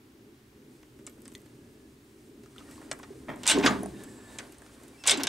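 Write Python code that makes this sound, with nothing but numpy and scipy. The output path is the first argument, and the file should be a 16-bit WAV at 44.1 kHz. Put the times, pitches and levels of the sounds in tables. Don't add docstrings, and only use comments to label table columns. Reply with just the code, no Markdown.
import sys
import numpy as np
from scipy import signal
from scipy.fft import rfft, irfft, next_fast_len
from scipy.io import wavfile
from scipy.ndimage import map_coordinates

SR = 44100
rng = np.random.default_rng(int(sys.argv[2]) if len(sys.argv) > 2 else 0)


def level_to_linear(level):
    exponent = np.asarray(level, float) / 20
    return 10 ** exponent


def wav_record(signal):
    frames = np.transpose(np.atleast_2d(signal))
    bounded = np.clip(frames, -1, 1)
    quanta = np.round(bounded * 32767).astype(np.int16)
    wavfile.write(sys.argv[1], SR, quanta)


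N = 233112
CLOCK = np.arange(N) / SR


def unit(x):
    return x / np.sqrt(np.mean(x ** 2) + 1e-20)


def along(points, hz):
    f, v = np.transpose(points)
    return np.interp(np.log(hz + 1), np.log(f + 1), v)


def curve(points):
    s, db = np.transpose(points)
    return level_to_linear(np.interp(CLOCK, s, db, left=-200, right=-200))


def peaks(times_s, levels_db, rise, fall):
    late_s = CLOCK - np.reshape(times_s, (-1, 1))
    slope_db = np.where(late_s < 0, -rise * late_s, fall * late_s)
    return level_to_linear(np.max(np.reshape(levels_db, (-1, 1)) - slope_db, axis=0))


def wobble(rate_hz):
    knots = rng.standard_normal(int(N * rate_hz / SR) + 4)
    return map_coordinates(knots, [CLOCK * rate_hz])


def filtered(x, response):
    m = next_fast_len(N + SR // 2)
    return irfft(rfft(x, m) * response(np.fft.rfftfreq(m, 1 / SR)), m)[..., :N]


def resonances(modes):
    def response(f):
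        total = 0
        for k, (hz, width_hz, db) in enumerate(modes):
            total = total + (-1) ** k * level_to_linear(db) * 1j * f * width_hz / (hz * hz - f * f + 1j * f * width_hz)
        return total
    return response


def grit(rate_hz, spread_db, smooth):
    size_db = np.minimum(spread_db * rng.exponential(size=N), 9)
    slips = (rng.random(N) < rate_hz / SR) * level_to_linear(size_db) * np.sign(rng.standard_normal(N))
    return unit(slips) + smooth * rng.standard_normal(N)


def rush(spectrum, alike):
    def shape(hz):
        turn = np.arccos(np.clip(along(alike, hz), -1, 1)) / 2
        return level_to_linear(along(spectrum, hz)) * [np.cos(turn), np.sin(turn)]
    mid, side = filtered(rng.standard_normal((2, N)), shape)
    return unit(np.array([mid + side, mid - side]))


# (time [s], level [dB])
SHOP_STIR = [
    (0.0, -60),
    (1.35, -53.5),
    (2.16, -57.5),
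    (3.39, -48),
    (4.09, -52.5),
    (4.81, -58.5),
    (5.29, -55),
]
# (frequency [Hz], density [dB per Hz])
DRONE_HUM = [(97, -67), (165, -4), (172, -12.5), (191, -11), (215, 0.5), (319, 2), (349, -3.5), (392, -0.5),
             (411, -1.5), (432, -3.5), (456, -16), (573, -16), (659, -19.5), (700, -31), (910, -69),
             (1540, -120)]
DEEP_RUMBLE = [(11, -50), (18, -12.5), (49, -8), (65, 1), (86, -6), (121, 3), (150, -2.5), (170, -23),
               (220, -40), (370, -120)]
AIR_HISS = [(290, -34), (500, -2.5), (650, -74), (709, -13), (857, -13), (1020, -13), (1560, -13.5),
            (2210, -15.5), (14000, -27), (16200, -26.5)]
# (frequency [Hz], correlation)
LIKENESS = [(60, 1), (130, 0.99), (290, 0.99), (640, 0.72), (1410, -0.0), (3100, 0.3), (6820, 0.58),
            (15000, 1.0)]


def workshop():
    stir = curve(SHOP_STIR)
    jolt_s, boom_db, _ = np.transpose(CRANK_JOLTS)
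    drone_echo = peaks(jolt_s, boom_db - 14.5, rise=310, fall=54)
    drone = np.hypot(stir, drone_echo) * level_to_linear(1.0 + 1.5 * wobble(7)) * rush(DRONE_HUM, LIKENESS)
    rumble_echo = peaks(FRAME_S, -42, rise=130, fall=50)
    rumble_gain = np.hypot(level_to_linear(-22) * stir ** 0.75, rumble_echo)
    rumble = rumble_gain * level_to_linear(2.5) * rush(DEEP_RUMBLE, LIKENESS)
    hiss = level_to_linear(-64.5) * rush([(420, -55)] + AIR_HISS[1:], LIKENESS)
    return drone + rumble + hiss


# (time [s], rubbing level [dB])
CRANK_TURN = [(0.6, -92), (1.1, -77), (1.276, -72), (1.47, -73.5), (2.3, -81.5), (2.556, -67), (2.722, -58),
              (3.096, -62.5), (3.324, -67.5), (3.44, -51), (3.63, -51), (3.7, -39), (3.834, -55),
              (4.22, -59), (4.43, -52.5), (4.562, -63), (4.8, -58), (5.04, -62.5)]
# (time [s], level [dB])
RING_PUFFS = [
    (.75, -59.5),
    (2.1, -64),
    (2.25, -59.5),
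    (2.72, -50.5),
    (4.0, -51),
    (4.3, -50.5),
    (4.36, -62),
]
# (frequency [Hz], density [dB per Hz])
GRIND_COLOUR = [(260, -0.5), (450, 6.5), (775, 3), (1060, 2.5), (1340, -3), (1590, -0.5), (2370, -6.5),
                (5000, -11.5), (6500, -33), (11000, -120)]
LEAK_COLOUR = [(2350, -6.5), (4000, -6.5), (5760, -4.5), (7930, -2), (8070, 1.5), (11200, -8), (15100, -22),
               (16000, -10)]


def pistons():
    grind = curve(CRANK_TURN)
    puffs = peaks(*np.transpose(RING_PUFFS), rise=150, fall=120)
    hiss = np.hypot(level_to_linear(-21.5) * grind ** 0.56, puffs)
    rub = unit(filtered(grit(300, spread_db=4.0, smooth=1.5), lambda f: level_to_linear(along(GRIND_COLOUR, f))))
    leak = unit(filtered(grit(270, spread_db=30.0, smooth=3.7), lambda f: level_to_linear(along(LEAK_COLOUR, f))))
    rub_flutter_db, leak_flutter_db = 1.2 * wobble(25), 1.2 * wobble(30)
    return grind * level_to_linear(-0.5 + rub_flutter_db) * rub + hiss * level_to_linear(-8.0 + leak_flutter_db) * leak


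def struck(rows, kind):
    mid_db, per_heft, top_db, per_force = kind
    soft_db = -50
    return [(s, db, heft_db, mid_db + per_heft * heft_db, top_db - per_force * (db - soft_db), t60_s)
            for s, db, heft_db, t60_s in rows]


# (frequency [Hz], level [dB], t60 [s])
STEEL_MODES = [(1530, 6, .3), (2186, 1, .3), (2850, 2.5, .3), (3136, 3, 0.11), (3480, 2, .3), (3420, 1, .3),
               (3860, 4, 0.26), (5100, 0, 0.12), (5980, 0.5, 0.18), (7000, -9.5, 0.073), (7960, 0.5, .1),
               (7700, 0, .1), (8800, -5, 0.13), (9090, -18, 0.16)]
# (frequency [Hz], level [dB])
CONTACT_COLOUR = [(120, 11), (500, 1.5), (1200, -0.5), (2400, 0.5), (3500, -0.5), (4600, -2.5), (6600, -1.5),
                  (8400, 1.5), (9500, -5), (11500, 2.5), (15000, -5)]


def contacts(table, trim_db, ring_db, crack, edge_hz, sizzle):
    edges_hz = [(edge_hz, 9600), (450, 2000), (2000, edge_hz), (10000, 14500)]
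    bands = [signal.butter(4, e, "band", fs=SR, output="sos") for e in edges_hz]
    linger = [0.62, 1.57, 1.23, sizzle]
    swell_s = [0.00026, 0.0023, 0.0011, 0.00027]
    out, t = np.zeros(N + SR), np.arange(SR // 5) / SR
    for s, db, low_db, mid_db, air_db, t60_s in table:
        t60_s = max(t60_s, 0.005)
        rebounds = np.interp(t * 450, np.arange(100), rng.standard_normal(100))
        chatter = level_to_linear(2.4 * rebounds)
        sound = 0
        levels_db = (0, low_db, mid_db, air_db)
        for band, rel_db, k, rise_s, (lo, hi) in zip(bands, levels_db, linger, swell_s, edges_hz):
            fade = level_to_linear(-60 * t / (k * t60_s)) * (1 - np.exp(-t / rise_s)) * chatter
            fade = fade + 0.2 * level_to_linear(-60 * t / 0.01)
            width = np.sqrt(SR / 2 / (hi - lo))
            snap = (t == 0) * crack * width * min(1, lo / 4500)
            blow = rng.standard_normal(len(t)) * fade + snap
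            sound = sound + level_to_linear(rel_db) * signal.sosfilt(band, blow) * width
        for hz, level_db, life_s in STEEL_MODES:
            low = hz < 4500
            strength_db = level_db + ring_db + (mid_db if low else 0) + rng.normal(0, 3)
            drift = np.cumsum(rng.normal(0, 0.06, len(t)))
            onset = 1 - np.exp(-t / (0.01 if low else 1e-4))
            decay = level_to_linear(strength_db - 60 * t / min(life_s, t60_s))
            sound = sound + decay * np.sin(2 * np.pi * hz * t + drift) * onset
        out[round(s * SR):][:len(t)] += level_to_linear(db + trim_db) * sound
    return filtered(out[:N], lambda f: level_to_linear(along(CONTACT_COLOUR, f)))


# (time [s], peak [dB], heft [dB], t60 [s])
GEAR_TICKS = [(0.8293, -62, 19.5, 0.021), (0.9889, -64.5, 12.5, 0.055), (1.0661, -29, -16, 0.045),
              (1.0734, -42, 7.5, 0.017), (1.2551, -39.5, 0, 0.021), (1.2793, -39, -3, 0.012),
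              (1.3185, -47, 0, 0.02), (1.351, -37.5, -27, 0.011), (1.4587, -53, -2, 0.041),
              (2.4347, -53.5, 4.5, 0.044), (2.4596, -53.5, 7, 0.025), (2.5616, -53, 0, 0.038),
              (2.5809, -56.5, 5, 0.26), (2.757, -65, 5.5, .02), (2.9136, -22.5, 0, 0.027),
              (3.0305, -57, 22.5, 0.042), (4.3859, -27.5, -1.5, 0.042), (4.5444, -55, 10.5, 0.028),
              (4.5832, -47, -7, 0.021), (4.6633, -45.5, 8.5, 0.012)]
SPRING_FLICKS = [(1.096, -48.5, -21, 0.043), (1.2032, -59, -16, .03), (1.2195, -46, -22, .008),
                 (1.2508, -53, -17, .008), (1.325, -51, -8, .01), (1.337, -51, -13, .007),
                 (1.341, -51, -8, .007), (1.343, -51, -8, .008), (1.355, -48, -10, .012),
                 (1.361, -54, -10, .008), (1.379, -51, 2, .012), (1.4035, -55, -10, .007),
                 (1.4168, -51, -13, .008), (1.419, -54, -13, .008), (2.7105, -47, -15, 0.043),
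                 (2.9894, -48, 8, 0.047), (3.8323, -44.5, 10, 0.033), (4.0361, -41.5, -3, 0.042),
                 (4.522, -46.5, -21, 0.048), (4.8342, -49, -20, .04), (4.881, -45.5, -24, .04),
                 (5.2343, -21, -32, 0.033)]
COVER_TAPS = [
    (1.1794, -64.5, 14.5, .03),
    (2.8146, -55, 16.5, 0.04),
    (2.9294, -33, 7.5, 0.019),
    (3.359, -48, 4, 0.028),
    (3.6514, -31.5, 12, 0.18),
    (3.8596, -39.5, 14, 0.0089),
    (4.3994, -48, 18, 0.025),
    (4.6194, -45, 10, 0.015),
]
# (2-5 kHz level [dB], growth [dB per dB heft], top level [dB], loss [dB per dB force])
TICK_COLOUR = (1, 0.7334, -9, 0.74)
FLICK_COLOUR = (-3, 0, -0.5, 0.04)
TAP_COLOUR = (-52, 2.5, -4, .3)


def ticking():
    light = struck(GEAR_TICKS, TICK_COLOUR) + struck(COVER_TAPS, TAP_COLOUR)
    light += struck(SPRING_FLICKS, FLICK_COLOUR)
    return contacts(light, trim_db=-7.5, ring_db=-14, crack=2.07, edge_hz=6560, sizzle=0.65)


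# (start [s], end [s], frequency [Hz], level [dB], pitch unsteadiness [0-1])
JOINT_SQUEAKS = [(1.065, 1.135, 12300, -73, .001), (1.4, 1.9, 1700, -80, .03), (2.65, 2.69, 1880, -64, .01),
                 (2.711, 2.73, 1880, -60, .008), (2.722, 2.75, 1890, -64, .01),
                 (2.72, 2.78, 7720, -64, .001), (3.685, 3.722, 6930, -54, .014),
                 (3.633, 3.644, 5850, -48, .004), (3.85, 3.92, 3865, -68.5, .03),
                 (3.955, 4.05, 3760, -66, .035), (3.935, 3.995, 1745, -63.5, .02),
                 (3.985, 4.05, 1740, -58, .018), (4.055, 4.11, 1745, -64.5, .025),
                 (4.1, 4.26, 1740, -66.5, .018), (4.25, 4.34, 1750, -60.5, .016),
                 (4.33, 4.43, 1750, -59.5, .016), (4.27, 4.38, 3750, -69, .03),
                 (3.96, 3.98, 2700, -65, .01), (4.045, 4.33, 7693, -65, .004),
                 (4.32, 4.385, 7685, -68, .004)]
# (start [s], end [s], first [Hz], last [Hz], level [dB])
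JOINT_CHIRPS = [
    (4.935, 4.972, 2330, 2290, -67),
    (4.976, 5.004, 2610, 2730, -62.5),
    (4.996, 5.042, 2730, 2580, -58.5),
]
# (multiple, level [dB])
CHIRP_OVERTONES = [(1, 0), (2, -7), (3, -14)]


def squeaks():
    out = np.zeros(N)
    notes = [(a, b, hz, hz, db, shake) for a, b, hz, db, shake in JOINT_SQUEAKS]
    for a, b, first_hz, last_hz, db in JOINT_CHIRPS:
        notes += [(a, b, k * first_hz, k * last_hz, db + rel_db, 0.006) for k, rel_db in CHIRP_OVERTONES]
    for start, end, first_hz, last_hz, db, shake in notes:
        gate = np.clip(np.minimum(CLOCK - start, end - CLOCK) / 0.008, 0, 1)
        hz = np.interp(CLOCK, [start, end], [first_hz, last_hz]) * (1 + shake * wobble(150))
        level = level_to_linear(db + 3 + (1.8 + 15 * shake) * wobble(60))
        out += gate * level * np.sin(2 * np.pi * np.cumsum(hz) / SR)
    return out


# (time [s], peak [dB], frequency [Hz])
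PART_PINGS = [(1.075, -45, 2190), (1.075, -48, 600), (1.352, -42.5, 2000), (1.284, -55, 1080),
              (1.46, -60, 4630), (2.46, -49, 1285), (2.562, -46.5, 1330), (2.61, -46, 1270),
              (2.78, -44.5, 1060), (2.815, -47, 1700), (2.914, -27.5, 614), (2.99, -56, 13000),
              (2.999, -40.5, 1040), (3.587, -31, 7000), (3.629, -47, 5670), (3.832, -28.5, 650),
              (3.832, -33.5, 10440), (3.836, -46, 6100), (3.858, -29, 664), (3.86, -35, 9100),
              (4.037, -57, 12900), (4.387, -34, 2350), (4.524, -53, 8300), (4.584, -45, 8900),
              (3.466, -28, 980), (3.638, -26, 2600), (3.662, -17, 4870), (4.388, -36, 3210),
              (4.395, -42, 790), (5.058, -30.5, 1100), (5.0962, -12, 5100), (5.1092, -14.5, 8570),
              (3.512, -22, 8450), (2.592, -54, 990)]
# (time [s], peak [dB], frequency [Hz], t60 [s]) # further notes, mostly short dry snaps
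DRY_SNAPS = [(1.351, -33, 3480, 0.0056), (1.351, -38, 6300, .005), (1.3525, -41, 4240, .01),
             (1.258, -52, 4900, .01), (2.5822, -39, 3000, 0.0077), (2.582, -42, 3540, .02),
             (2.68, -52, 1000, .015), (2.689, -48, 1300, .01), (2.701, -47, 1250, .01),
             (2.756, -48, 2800, .006), (2.778, -51, 4500, .006), (2.791, -51, 950, .02),
             (3.476, -18, 4900, .015), (3.6628, -10.5, 1590, 0.0092), (3.667, -17, 1430, 0.012),
             (5.084, -22, 2240, 0.016), (5.0845, -26, 1500, .012), (5.057, -45, 2400, .03),
             (4.038, -47, 7700, 0.042), (3.434, -46, 14500, .006), (3.467, -38, 14500, .006),
             (3.4765, -33, 13500, .01), (5.066, -42, 14500, .006), (5.074, -33, 15000, .01),
             (1.2195, -42, 11000, .004), (1.2795, -38.5, 8300, 0.013), (3.4985, -19, 8600, 0.011),
             (5.0955, -13.5, 3500, 0.017), (5.11, -27, 3280, .07), (5.2345, -19.5, 5500, 0.0088),
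             (5.2345, -31, 6400, .006), (5.2705, -23, 6100, .008), (5.114, -19, 3600, .06),
             (4.6635, -44, 1240, .01)]
LONG_RINGS = [(2.611, -47, 283, .2), (3.105, -38, 392, 0.12), (3.155, -48.5, 446, 0.11),
              (3.287, -35.5, 264, 0.26), (3.288, -42.5, 151.5, 0.31), (3.5, -25, 1530, 0.15),
              (3.515, -31, 2300, 0.07), (3.548, -26, 291, 0.15), (3.612, -32, 404, 0.12),
              (3.576, -16, 380, 0.085), (3.589, -22, 293, 0.1), (3.643, -17, 264, 0.17),
              (3.661, -20, 303, 0.056), (3.7, -34.5, 203, 0.87), (3.8, -43.5, 362.5, 0.68),
              (3.676, -19.5, 1204, 0.097), (3.695, -30.5, 900, 0.064), (3.702, -26, 253, 0.17),
              (3.789, -30, 268, 0.16), (3.512, -46, 13900, 0.11), (5.11, -44, 13900, 0.086),
              (5.134, -32, 4070, 0.085), (5.121, -36.5, 297.6, 0.43), (5.138, -35, 382, 0.14),
              (5.178, -29, 278.3, 0.31), (5.175, -35, 7450, 0.037), (5.201, -42, 950, .09),
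              (5.203, -51, 4850, .12), (5.2, -36.5, 2850, 0.11), (5.27, -33, 1620, 0.09),
              (5.272, -25, 3670, .08)]
SHELL_NOTES = [
    (3.478, -23, 3566, 0.086),
    (3.485, -21, 3740, 0.063),
    (3.485, -26, 6020, 0.067),
    (3.501, -15.5, 3500, 0.048),
    (3.501, -23, 2850, 0.045),
    (3.512, -25, 3060, 0.11),
    (3.516, -23, 3900, 0.064),
    (3.635, -28, 2490, 0.13),
    (3.64, -39, 4000, .05),
    (3.662, -30, 6900, 0.12),
]


def pings():
    t60_at_1khz_s, damping = 0.024, 0.24
    notes = [(s, db, hz, t60_at_1khz_s * (1000 / hz) ** damping) for s, db, hz in PART_PINGS]
    out, t = np.zeros(N + SR), np.arange(SR // 5) / SR
    for s, db, hz, t60_s in notes + LONG_RINGS + DRY_SNAPS + SHELL_NOTES:
        pair = np.sin(2 * np.pi * hz * 0.995 * t) + 0.3 * np.sin(2 * np.pi * hz * 1.03 * t)
        onset = 1 - np.exp(-t * hz / 0.33)
        out[round(s * SR):][:len(t)] += level_to_linear(db - 60 * t / t60_s) * onset * pair
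    return out[:N]


# (frequency [Hz], width [Hz], level [dB])
HOUSING_MODES = [(587, 83, 6), (985, 180, 0.5), (1330, 110, -1), (1700, 14, 0), (1822, 75, 0),
                 (2090, 110, -1), (2350, 120, -5.5), (2730, 63, -11), (3180, 160, -11.5), (3640, 60, -15)]


def shunt():
    gain = peaks(3.2855, -35.5, rise=8600, fall=234)
    knocks = grit(700, spread_db=-6.0, smooth=0.45)
    body = lambda f: resonances(HOUSING_MODES)(f) + 0.14 / (1 + 1j * f / 1200) ** 2
    return gain * unit(filtered(knocks, body))


# (time [s], boom [dB], knock over boom [dB])
CRANK_JOLTS = [(3.294, -45, -5), (3.311, -38, -1.5), (3.49, -44.5, 15.5), (3.525, -37.5, 10),
               (3.551, -19, -20), (3.563, -15.5, -15.5), (3.577, -16.5, -12.5), (3.596, -28, -5),
               (3.612, -28, -3), (3.647, -18, -7), (3.662, -20, -14), (3.684, -26.5, -1), (3.706, -32.5, 5),
               (3.722, -29.5, -1), (3.75, -25.5, -16), (3.78, -36, -19), (3.835, -31, -12.5),
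               (3.949, -48, -15), (5.098, -50, 17), (5.133, -31, -5), (5.156, -27.5, -6.5),
               (5.182, -34, -20), (5.202, -30, -1), (5.244, -30.5, -6.5), (5.286, -29, -18)]
# (frequency [Hz], width [Hz], level [dB])
BLOCK_MODES = [(76, 34, -5), (136, 27, -12), (203, 8.6, -4), (224.4, 13, -5), (263.7, 21, 6), (362, 9.1, 4),
               (411, 13.7, 7)]
CASE_MODES = [(624, 194, -2.5), (584, 43, 5.5), (694, 150, -2), (902, 47, 6.5), (1046, 33, 5.5),
              (1162, 59, 0.5), (1620, 270, -2.5)]


def block():
    s, boom_db, knock_db = np.transpose(CRANK_JOLTS)
    boom = peaks(s, boom_db, rise=1500, fall=280)
    knock = peaks(s, boom_db + knock_db, rise=500, fall=300)
    soft = lambda f: (1j * f / (65 + 1j * f)) ** 4 / (1 + 1j * f / 600)
    lumps = grit(250, spread_db=-3.0, smooth=0.047)
    low = unit(filtered(lumps, lambda f: resonances(BLOCK_MODES)(f) * soft(f)))
    case = unit(filtered(grit(600, spread_db=-19.0, smooth=0.99), resonances(CASE_MODES)))
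    return boom * level_to_linear(-9.0) * low + knock * level_to_linear(-5.5) * case


# (time [s], peak [dB], heft [dB], t60 [s])
COUPLING_CLACKS = [(3.4338, -30.5, 0.5, 0.048), (3.4565, -36, 14, 0.074), (3.4615, -43, 9, 0.06),
                   (3.467, -14.5, -13, 0.042), (3.4764, -9, -14, 0.24), (3.4982, -10, -7, 0.14),
                   (3.5118, -13, -13, 0.12), (3.5852, -33, 4, 0.083), (3.6267, -53.5, 31, 0.37),
                   (3.6335, -44.5, 21, 0.043), (3.6395, -41.5, 26.5, 0.067), (3.6602, -23, 11.5, 0.08),
                   (3.6628, -25.5, 11.5, 0.027), (3.6654, -22.5, 7.5, 0.069), (5.038, -39.5, 13, 0.045),
                   (5.0545, -45.5, 17, 0.1), (5.0595, -39, 10, 0.072), (5.0658, -22.5, 1, 0.068),
                   (5.0736, -6.5, -25, 0.086), (5.0764, -13, -7.5, 0.093), (5.0788, -13, -2.5, 0.11),
                   (5.0815, -17, -7, 0.1), (5.0954, -12, -9, 0.16), (5.109, -12.5, -7, 0.13),
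                   (5.1736, -27.5, -3.5, 0.068), (5.1991, -42, 15.5, 0.12), (5.2345, -25.5, 0.5, 0.073),
                   (5.2703, -21, 7, 0.036)]
# (2-5 kHz level [dB], growth [dB per dB heft], top level [dB], loss [dB per dB force])
CLACK_COLOUR = (7, 0.69, -9, 0.5)
# (frequency [Hz], level [dB])
SHELL_COLOUR = [(1300, -1.5), (3500, 1.5), (4400, 0), (5100, -1.5), (6600, -1), (8500, 1.5), (14200, 3.5),
                (15200, -2)]


def coupling():
    clacks = contacts(struck(COUPLING_CLACKS, CLACK_COLOUR), trim_db=-13.5, ring_db=-10.0, crack=4.455,
                      edge_hz=6170, sizzle=0.77)
    return filtered(clacks, lambda f: level_to_linear(along(SHELL_COLOUR, f)))


FRAME_S = 3.654
# (frequency [Hz], width [Hz], level [dB])
FRAME_MODES = [(188.2, 21, -0.31), (207.7, 11.4, -2.2)]


def frame():
    gain = peaks(FRAME_S, -37.5, rise=110, fall=50)
    shaking = grit(250, spread_db=-5.0, smooth=0.59)
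    return gain * unit(filtered(shaking, lambda f: resonances(FRAME_MODES)(f) ** 2))


# (frequency [Hz], t60 [s])
SHOP_T60 = [(300, 0.67), (1500, 0.24), (4000, 0.033), (9000, 0.067), (15000, 0.036)]
# (frequency [Hz], level [dB])
SHOP_ANSWER = [(100, -49), (300, -26), (700, -17), (1300, -14), (4000, -7), (8000, -8), (13000, -16)]


def walls(x):
    hz, t, z = signal.stft(rng.standard_normal((2, SR // 2)), SR, nperseg=256)
    fade = level_to_linear(-60 * t / along(SHOP_T60, hz)[:, None])
    tail = signal.istft(z * fade, SR, nperseg=256)[1]
    tail = tail / np.linalg.norm(tail[0])
    wet = signal.fftconvolve(np.pad(x, (200, 0))[None], tail, axes=1)[:, :N]
    return filtered(wet, lambda f: level_to_linear(along(SHOP_ANSWER, f)))


# (frequency [Hz], phase [rad per side])
EAR_LAG = [(20, .1), (150, .3), (1200, .33), (2500, .17), (4000, .05), (16000, .03)]


def scene():
    small = ticking() + coupling() + pings() + pistons() + squeaks()
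    casting = block() + shunt() + frame()
    lead = lambda f: np.exp(1j * np.array([[-1], [1]]) * along(EAR_LAG, f))
    direct = small * level_to_linear([[-0.2], [0.2]]) + casting * level_to_linear([[-0.3], [0.3]])
    return filtered(direct, lead) + walls(small + casting) + workshop()


def top_cut(x):
    return signal.sosfilt(signal.butter(12, 16480, fs=SR, output="sos"), x)


def record(dry):
    top_hz = 15750
    heard = filtered(dry, lambda f: np.where(f < top_hz, 1, level_to_linear(-28)))
    return top_cut(heard)


dry = scene()
out = record(dry)
wav_record(out)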